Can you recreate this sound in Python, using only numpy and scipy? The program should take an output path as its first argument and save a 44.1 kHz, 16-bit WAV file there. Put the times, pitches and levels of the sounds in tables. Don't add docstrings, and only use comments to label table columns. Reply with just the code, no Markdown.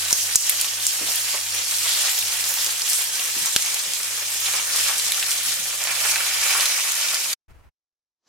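import sys
import numpy as np
from scipy import signal
from scipy.fft import rfft, irfft, next_fast_len
from scipy.io import wavfile
from scipy.ndimage import uniform_filter1d, map_coordinates

SR = 44100
rng = np.random.default_rng(int(sys.argv[2]) if len(sys.argv) > 2 else 0)


def transcribe(u):
    v = np.clip(np.atleast_2d(u).T, -1, 1)
    q = np.round(v * 32767).astype(np.int16)
    wavfile.write(sys.argv[1], SR, q)


N = 365148
TIME = np.arange(N) / SR
TOP_HZ = 16000
CRACK_LEAD_S = .001


def amp(db):
    return 10 ** (np.asarray(db) / 20)


def unit(x):
    return x / np.sqrt(np.mean(x ** 2) + 1e-20)


def along(points, hz):
    freqs_hz, values = np.transpose(points)
    return np.interp(np.log(hz + 1), np.log(freqs_hz + 1), values)


def curve(points):
    return np.interp(TIME, *np.transpose(points))


def envelope(start_s, length_s, attack_s, release_s):
    t = TIME - start_s
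    return np.clip(t / attack_s, 0, 1) * np.exp(-np.maximum(t - length_s, 0) / release_s)


def wobble(rate_hz):
    return map_coordinates(rng.standard_normal(int(rate_hz * N / SR) + 4), [rate_hz * TIME])


def filtered(x, gain):
    size = x.shape[-1]
    padded = next_fast_len(size + 8192)
    return irfft(rfft(x, padded) * gain(np.fft.rfftfreq(padded, 1 / SR)), padded)[..., :size]


def resonance(f, hz, q):
    return 1j * f * hz / q / (hz * hz - f * f + 1j * f * hz / q)


def add(track, start_s, sound):
    part = track[..., max(round(start_s * SR), 0):][..., :sound.shape[-1]]
    part += sound[..., :part.shape[-1]]


def stereo_noise(spectrum, side_db):
    mid, side = filtered(rng.standard_normal((2, N)), lambda f: amp(along(spectrum, f)))
    return unit(np.array([mid + amp(side_db) * side, mid - amp(side_db) * side]))


# freq_hz, relative_db
RUMBLE_SPECTRUM = [(20, -10), (45, -5.5), (90, -8.5), (160, -25), (400, -30), (1000, -29), (2700, -36),
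                   (3500, -43.5), (15000, -51.5)]
def room_noise(level_db=-68.5):
    return amp(level_db) * stereo_noise(RUMBLE_SPECTRUM, side_db=3.5)


def rumble(level_db=-49.5, floor_db=-111, sputter_db=2.5):
    swell = envelope(start_s=7.48, length_s=.21, attack_s=.0051, release_s=.0039)
    sputter = unit(amp(sputter_db * wobble(rate_hz=45)))
    return (amp(floor_db) + amp(level_db) * swell * sputter) * stereo_noise(RUMBLE_SPECTRUM, side_db=-3)


# freq_hz, relative_db
HISS_SPECTRUM = [(30, -16.5), (330, -4.5), (1000, -6.5), (2500, -15), (6000, -6), (9000, -27), (16000, -34)]
def hiss(floor_db=-101, end_db=-62, rise_db_per_s=550):
    swell = amp(end_db - rise_db_per_s * (TIME[-1] - TIME))
    return (amp(floor_db) + swell) * stereo_noise(HISS_SPECTRUM, side_db=-9)


# time_s, level_db
COIL_LEVELS = [(0, -56), (1.4, -57), (2.2, -56.5), (2.7, -60.5), (3.8, -63.5), (4.4, -57.5), (5.4, -60.5),
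               (6.6, -58), (6.68, -69), (7.3, -64)]
def hob_hum(pitch_hz=100, waver_db=2.5):
    level_db = curve(COIL_LEVELS) + waver_db * wobble(rate_hz=12)
    phase = 2 * np.pi * pitch_hz * TIME
    tone = np.sin(phase) + amp(-22) * np.sin(2 * phase) + amp(-10.5) * np.sin(3 * phase)
    return amp(level_db) * unit(tone)


# freq_hz, t60_s
KITCHEN_DECAY = [(200, 0.43), (2000, 0.33), (8000, 0.19), (16000, 0.24)]
def kitchen_response(near_db, room_db, near_t60_s=.04, alike_hz=1500):
    t = np.arange(SR // 5) / SR
    near = rng.standard_normal((2, len(t))) * (rng.random(len(t)) < .3) * amp(-60 * t / near_t60_s)
    hz, frame_s, spectra = signal.stft(rng.standard_normal((2, len(t))), SR, nperseg=256)
    decay = amp(-60 * frame_s / along(KITCHEN_DECAY, hz)[:, None])
    room = signal.istft(spectra * decay, SR, nperseg=256)[1][:, :len(t)]
    near = amp(near_db) * near / np.linalg.norm(near[0])
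    room = amp(room_db) * room / np.linalg.norm(room[0])
    mid, side = near + room
    side_share = lambda f: .2 + .34 * f ** 2 / (f ** 2 + alike_hz ** 2)
    mid = filtered(mid, lambda f: np.sqrt(1 - side_share(f)))
    side = filtered(side, lambda f: np.sqrt(side_share(f)))
    response = np.array([mid + side, mid - side])
    response[0, rng.integers(0, 3)] += 1
    response[1, 0] += 1
    return response


def puffs(rows, q, gain_db, echo_db):
    out, t = np.zeros((2, N)), np.arange(SR // 2) / SR
    for start_s, level_db, pitch_hz, length_s in rows:
        pulses = rng.standard_normal(len(t)) * amp(4 * rng.standard_normal(len(t)))
        swell = (1 - np.exp(-t / .002)) * np.exp(-1.5 * t / length_s)
        puff = filtered(pulses, lambda f: resonance(f, pitch_hz, q) ** 2) * swell
        heard = signal.fftconvolve(puff[None], kitchen_response(echo_db, echo_db), axes=1)
        heard *= np.linalg.norm(swell) * np.sqrt(2) / np.linalg.norm(heard)
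        add(out, start_s, amp(level_db + gain_db) * heard)
    return out


# start_s, relative_db, pitch_hz, length_s
HANDLING_BUMPS = [(1.008, -41, 340, .05), (1.082, -41, 640, .035), (3.358, -47, 270, .05),
                  (3.413, -51, 190, .05), (3.86, -55, 200, .06), (5.47, -52, 220, .05),
                  (5.585, -54, 190, .06)]
def bumps():
    return puffs(HANDLING_BUMPS, q=.99, gain_db=5, echo_db=-12)


# start_s, relative_db, pitch_hz, length_s
STEAM_SPURTS = [(.107, -28, 1250, .01), (1.338, -32, 900, .03), (1.859, -32, 1100, .012),
                (2.05, -36, 1360, .06), (2.661, -34.5, 1000, .014), (2.99, -31, 2100, .025),
                (3.194, -36, 800, .01), (4.535, -30, 1120, .025), (4.745, -33, 1200, .025),
                (4.887, -26.5, 1200, .024), (5.87, -28.5, 1200, .02), (6.049, -25, 1400, .022),
                (6.157, -27.5, 1100, .012), (6.193, -31.5, 1250, .015), (6.461, -28, 1300, .014),
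                (6.547, -23, 1250, .018), (6.59, -29.5, 1200, .025)]
def spurts():
    return puffs(STEAM_SPURTS, q=.7, gain_db=4, echo_db=-4)


# start_s, relative_db, pitch_hz, length_s
STEAM_JETS = [(.135, -27.5, 5900, 0.13), (.205, -26, 5900, 0.047), (.365, -22, 6100, 0.13),
              (.5, -30.5, 12000, .08), (.85, -29, 8500, .025), (.87, -26, 7000, .06),
              (1.87, -28, 3900, 0.18), (2.15, -30, 13980, .08), (2.48, -30.5, 13500, .17),
              (2.88, -26.5, 9300, 0.15), (2.935, -26.5, 8600, 0.093), (3.45, -27, 7300, .07),
              (3.6, -29.5, 6960, 0.18), (6.66, -28.5, 5530, 0.24), (7.04, -32, 5460, .1),
              (7.145, -29, 5670, .06)]
def fizzes():
    return puffs(STEAM_JETS, q=2.2, gain_db=3.3, echo_db=-2)


def press():
    return envelope(start_s=5.75, length_s=.9, attack_s=.068, release_s=.45)


# time_s, level_db
BASE_BOIL = [(0.0, -24.5), (0.75, -27), (1.5, -28), (2.15, -23.5), (2.75, -26), (3.4, -27.5), (4.1, -27),
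             (5.1, -24.5), (5.65, -27.5), (5.9, -25.5), (6.6, -24), (7.32, -26)]
# start_s, length_s, lift_db, fineness_db
JUICE_FLARES = [(.1, 0.12, 0.57, 3), (.33, 0.071, 2.6, 5.5), (.42, 0.095, 1.5, 0.5), (.55, 0.053, 2.8, 2),
                (.79, 0.16, 1.8, 1), (1.02, 0.16, 3.9, 1.5), (1.23, .13, 4.3, .2), (1.49, 0.091, 4, -0.5),
                (1.65, 0.12, 2.2, 1.5), (1.79, 0.26, 3, -0.5), (2.4, 0.069, 1.4, 0), (2.56, 0.084, 1.9, 1),
                (2.845, 0.14, 3.0, 1.5), (3.14, 0.13, 2.1, 1), (3.32, 0.21, 3.4, 0), (3.55, 0.18, 1.2, -1),
                (4.39, 0.19, 2.6, -0.5), (4.69, 0.19, 3.5, -0.5), (5.25, 0.046, 2.3, 0.5),
                (5.42, 0.1, 2.9, 0.5), (6.0, 0.11, 2.6, 1.2), (6.4, 0.22, 2.6, 0.5),
                (6.97, 0.18, 1.2, -1.4)]
def boil_levels(press_large_db=4.5):
    boil_db, tilt_db = curve(BASE_BOIL), np.zeros(N)
    for start_s, length_s, lift_db, fineness_db in JUICE_FLARES:
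        flare = envelope(start_s, length_s, attack_s=.065, release_s=.043)
        boil_db += lift_db * flare
        tilt_db += fineness_db * flare
    large_db = boil_db - 9 - tilt_db + press_large_db * press()
    medium_db = boil_db - 1.18
    fine_db = boil_db - 3 + tilt_db
    return large_db, medium_db, fine_db


def drop_burst(hz, q, spatter_t60_s, wall_s=.0045, wall_smear_s=.0015, wall_db=-10):
    t = np.arange(SR // 20) / SR
    spatter = rng.standard_normal(len(t)) * amp(-60 * t / spatter_t60_s)
    blow = np.pad((t == 0) + spatter / np.linalg.norm(spatter), (round(CRACK_LEAD_S * SR), 0))
    cavity = lambda f: resonance(f, hz, q) * resonance(f, hz, .35)
    crack = filtered(blow, lambda f: cavity(f) * np.clip((TOP_HZ - f) / 1000, 0, 1))
    low_cut = signal.butter(4, hz * np.exp(-.7 / q), "highpass", fs=SR, output="sos")
    crack = signal.sosfilt(low_cut, crack)
    scatter = rng.standard_normal(round(wall_smear_s * SR))
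    wall_echo = np.convolve(crack, scatter / np.linalg.norm(scatter))
    add(crack, wall_s, amp(wall_db) * wall_echo)
    heard = signal.fftconvolve(crack[None], kitchen_response(near_db=-7, room_db=-12), axes=1)
    return heard * np.sqrt(.005 * SR / np.mean(np.sum(heard ** 2, axis=1)))


def crackles(pitches=20, drops_per_pitch=10, offset_db=-2.5, spread_db=2.5):
    out = np.zeros((2, N))
    _, medium_db, _ = boil_levels()
    for pitch_hz in np.geomspace(2600, 13000, pitches):
        crack = drop_burst(pitch_hz, q=2.5, spatter_t60_s=.02)
        onsets = rng.integers(0, N, drops_per_pitch)
        sizes_db = offset_db + spread_db * rng.uniform(-1.8, 1, drops_per_pitch)
        for onset, size_db in zip(onsets, sizes_db):
            add(out, onset / SR, amp(medium_db[onset] + size_db) * crack)
    return out


# peak_s, level_db, pitch_hz, q, spatter_t60_s
DROP_POPS = [(.1083, -18, 6500, 1.2, .012), (.1286, -7.5, 6600, 1.6, .01), (.3572, -1, 6700, 2.3, .011),
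             (.4956, -10.5, 11500, 2, .006), (.4958, -19, 4500, .6, .004), (.6127, -15, 6200, .6, .005),
             (.6851, -26, 3600, 2, .03), (.8673, -11.5, 6600, 2, .004), (1.158, -21, 10300, 2.5, .015),
             (1.7118, -21, 6500, .6, .02), (1.785, -21, 7000, .8, .002), (2.1889, -19, 13500, 2, .015),
             (2.409, -21, 6500, 1, .002), (2.441, -23.5, 5500, 1, .008), (2.54, -21.5, 9000, .7, .002),
             (2.6461, -19.5, 9000, .9, .008), (2.6641, -19.5, 5200, 1.6, .016), (2.8197, -20, 5400, 3, .03),
             (2.8987, -19, 8500, .9, .008), (2.9328, -19, 9300, 1, .006), (3.1555, -22, 5500, 1.5, .02),
             (3.1953, -23, 3100, 3, .04), (3.4594, -18.5, 7200, 2.5, .025), (3.5625, -10.5, 6000, 1.6, .01),
             (3.5628, -13.5, 2800, .7, .012), (3.6228, -21, 6000, .5, .015), (3.6608, -23, 6000, 2, .02),
             (3.744, -19, 7500, 1, .015), (3.7922, -23, 5800, 1.8, .02), (3.9357, -20, 5500, 1.2, .009),
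             (4.0319, -24, 5500, 1.2, .012), (4.4595, -22, 3900, 2, .03), (4.537, -22, 4800, 1, .012),
             (4.7625, -21, 9000, .8, .01), (4.8857, -19.5, 5000, .5, .008), (4.9824, -20, 6300, 1.5, .002),
             (4.9973, -22, 4400, 1, .008), (5.1206, -16.5, 4900, .55, .005),
             (5.145, -22.5, 4500, 1.5, .006), (5.2271, -20, 2800, 2.2, .025), (5.308, -20, 6800, 1.5, .015),
             (5.3153, -17.5, 5800, .7, .025), (5.4855, -21.5, 5500, .6, .02), (5.839, -21.5, 6600, 2, .002),
             (5.8727, -21.5, 3400, 1, .015), (6.1128, -20, 7000, .7, .025), (6.1588, -18, 2100, 1.2, .015),
             (6.4141, -21.5, 5200, 1.6, .025), (6.6076, -18.5, 5800, 1.4, .006),
             (6.657, -16.5, 4800, 1.1, .018), (6.9205, -21.5, 9500, 2, .005),
             (7.013, -22.5, 5300, 1.6, .03), (7.087, -22, 4200, 1.2, .015), (7.1447, -19, 5400, 1.6, .009),
             (7.331, -21.5, 5300, 1.6, .012)]
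# start_s, peak_db
STEAM_PUSHES = [(.1286, -17), (.3572, -34), (.8673, -29), (3.5625, -4.5)]
def pops(push_decay_s=.0003):
    out = np.zeros((2, N))
    for peak_s, level_db, pitch_hz, q, spatter_t60_s in DROP_POPS:
        add(out, peak_s - CRACK_LEAD_S, amp(level_db) * drop_burst(pitch_hz, q, spatter_t60_s))
    age = np.arange(SR // 100) / SR / push_decay_s
    push = (1 - .5 * age) * np.exp(-age)
    for start_s, peak_db in STEAM_PUSHES:
        add(out, start_s, amp(peak_db) * push)
    return out


def bubbles(rate_hz, spread_db, clump_db, echo_db, clump_hz=90, handovers=16, active_spots=5):
    step = N // handovers
    life = active_spots * step
    out = np.zeros((2, life + N))
    for spot in range(1, handovers + active_spots):
        response = kitchen_response(echo_db, echo_db)
        knots = rng.standard_normal(int(clump_hz * life / SR) + 2)
        onsets = rng.integers(0, life, int(rate_hz * step / SR))
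        clump = np.interp(clump_hz * onsets / SR, np.arange(len(knots)), knots)
        size_db = spread_db * np.minimum(rng.standard_normal(len(onsets)), 2.4)
        size_db += clump_db * np.minimum(clump, 1.8)
        bursts = np.bincount(onsets, amp(size_db) * rng.choice([-1, 1], len(onsets)), life)
        add(out, spot * step / SR, signal.fftconvolve(bursts[None], response, axes=1))
    return out[:, life:]


def patchy(x, depth_db, patch_bins=6, patch_frames=12):
    spectra = signal.stft(x, nperseg=256)[2]
    field = uniform_filter1d(rng.standard_normal(spectra.shape[1:]), patch_bins, axis=0)
    field = uniform_filter1d(field, patch_frames, axis=1)
    return signal.istft(spectra * unit(amp(depth_db * unit(field))), nperseg=256)[1][:, :N]


# freq_hz, relative_db
SIZZLE_SPECTRUM = [(76, -50), (130, -22), (472, -17), (690, -14.5), (860, -11.5), (1120, -7), (1450, -6.5),
                   (2270, 0), (4070, -0.5), (6730, 1.5), (10000, -2), (13900, -6.5), (16000, -14)]
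# centre_hz, width_hz, lift_db
PAN_RESONANCES = [(295, 170, -5.5), (533, 58, 6), (608, 16, 5), (650, 18, 3.5), (760, 85, 4.5),
                  (925, 70, 2.5), (1125, 50, 3.5), (1518, 32, 4), (1740, 30, 3.5), (3120, 290, 2),
                  (5330, 600, 1.5), (6950, 160, 2)]
def sizzle_band(x, low_hz, high_hz):
    def gain(f):
        pan_db = sum(db / (1 + (2 * (f - hz) / width_hz) ** 2) for hz, width_hz, db in PAN_RESONANCES)
        above = lambda hz: 1 / (1 + (hz / (f + 1)) ** 8)
        return amp(along(SIZZLE_SPECTRUM, f) + pan_db) * np.sqrt(above(low_hz) * (1 - above(high_hz)))
    return unit(filtered(x, gain))


def sizzle(simmer_db=-60.5):
    large_db, medium_db, fine_db = boil_levels()
    large = bubbles(rate_hz=2400, spread_db=5.5, clump_db=3.5, echo_db=2)
    medium = bubbles(rate_hz=7000, spread_db=5.5, clump_db=3, echo_db=4)
    fine = bubbles(rate_hz=7200, spread_db=6, clump_db=2, echo_db=1.5)
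    spits = bubbles(rate_hz=90, spread_db=4.5, clump_db=1, echo_db=-4, handovers=3)
    simmer = amp(simmer_db) * sizzle_band(large, 98, 380)
    boil = (amp(large_db) * sizzle_band(large, 420, 2790)
            + amp(medium_db) * sizzle_band(medium, 3060, 8700)
            + amp(fine_db) * sizzle_band(fine, 8000, 19000)
            + amp(medium_db - 11) * sizzle_band(spits, 700, 14000))
    return simmer + patchy(boil, depth_db=1.2)


def scene(cut_s=7.336, cut_decay_s=.0026, lean_db=1, press_lean_db=.5):
    frying = spurts() + fizzes() + sizzle() + crackles() + pops()
    balance = lambda right_db: amp(np.array([-right_db, right_db]) / 2)
    # freq_hz, right_minus_left_db
    stereo_colour = [(1000, -1.5), (2400, 1.6), (4000, 0), (6500, .5), (10000, -1)]
    frying = filtered(frying, lambda f: balance(along(stereo_colour, f)))
    frying *= balance(lean_db + press_lean_db * press())
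    kitchen = bumps() + hob_hum() + room_noise()
    cut = np.exp(-np.maximum(TIME - cut_s, 0) / cut_decay_s)
    return (frying + kitchen) * cut + rumble() + hiss()


def record(dry, threshold_rms=.55, attack_s=.007, recovery_db_per_s=85, ceiling=.9):
    power = np.abs(uniform_filter1d(np.mean(dry ** 2, axis=0), SR // 1000))
    over_db = np.maximum(10 * np.log10(power / threshold_rms ** 2 + 1e-12), 0)
    duck_db = np.maximum.accumulate(over_db + recovery_db_per_s * TIME) - recovery_db_per_s * TIME
    pole = np.exp(-1 / (attack_s * SR))
    duck_db = signal.lfilter([1 - pole], [1, -pole], duck_db)
    limited = np.clip(dry * amp(-duck_db), -ceiling, ceiling)
    return filtered(limited, lambda f: np.clip((TOP_HZ - f) / 400 + .5, 0, 1))


dry = scene()
out = record(dry)
transcribe(out)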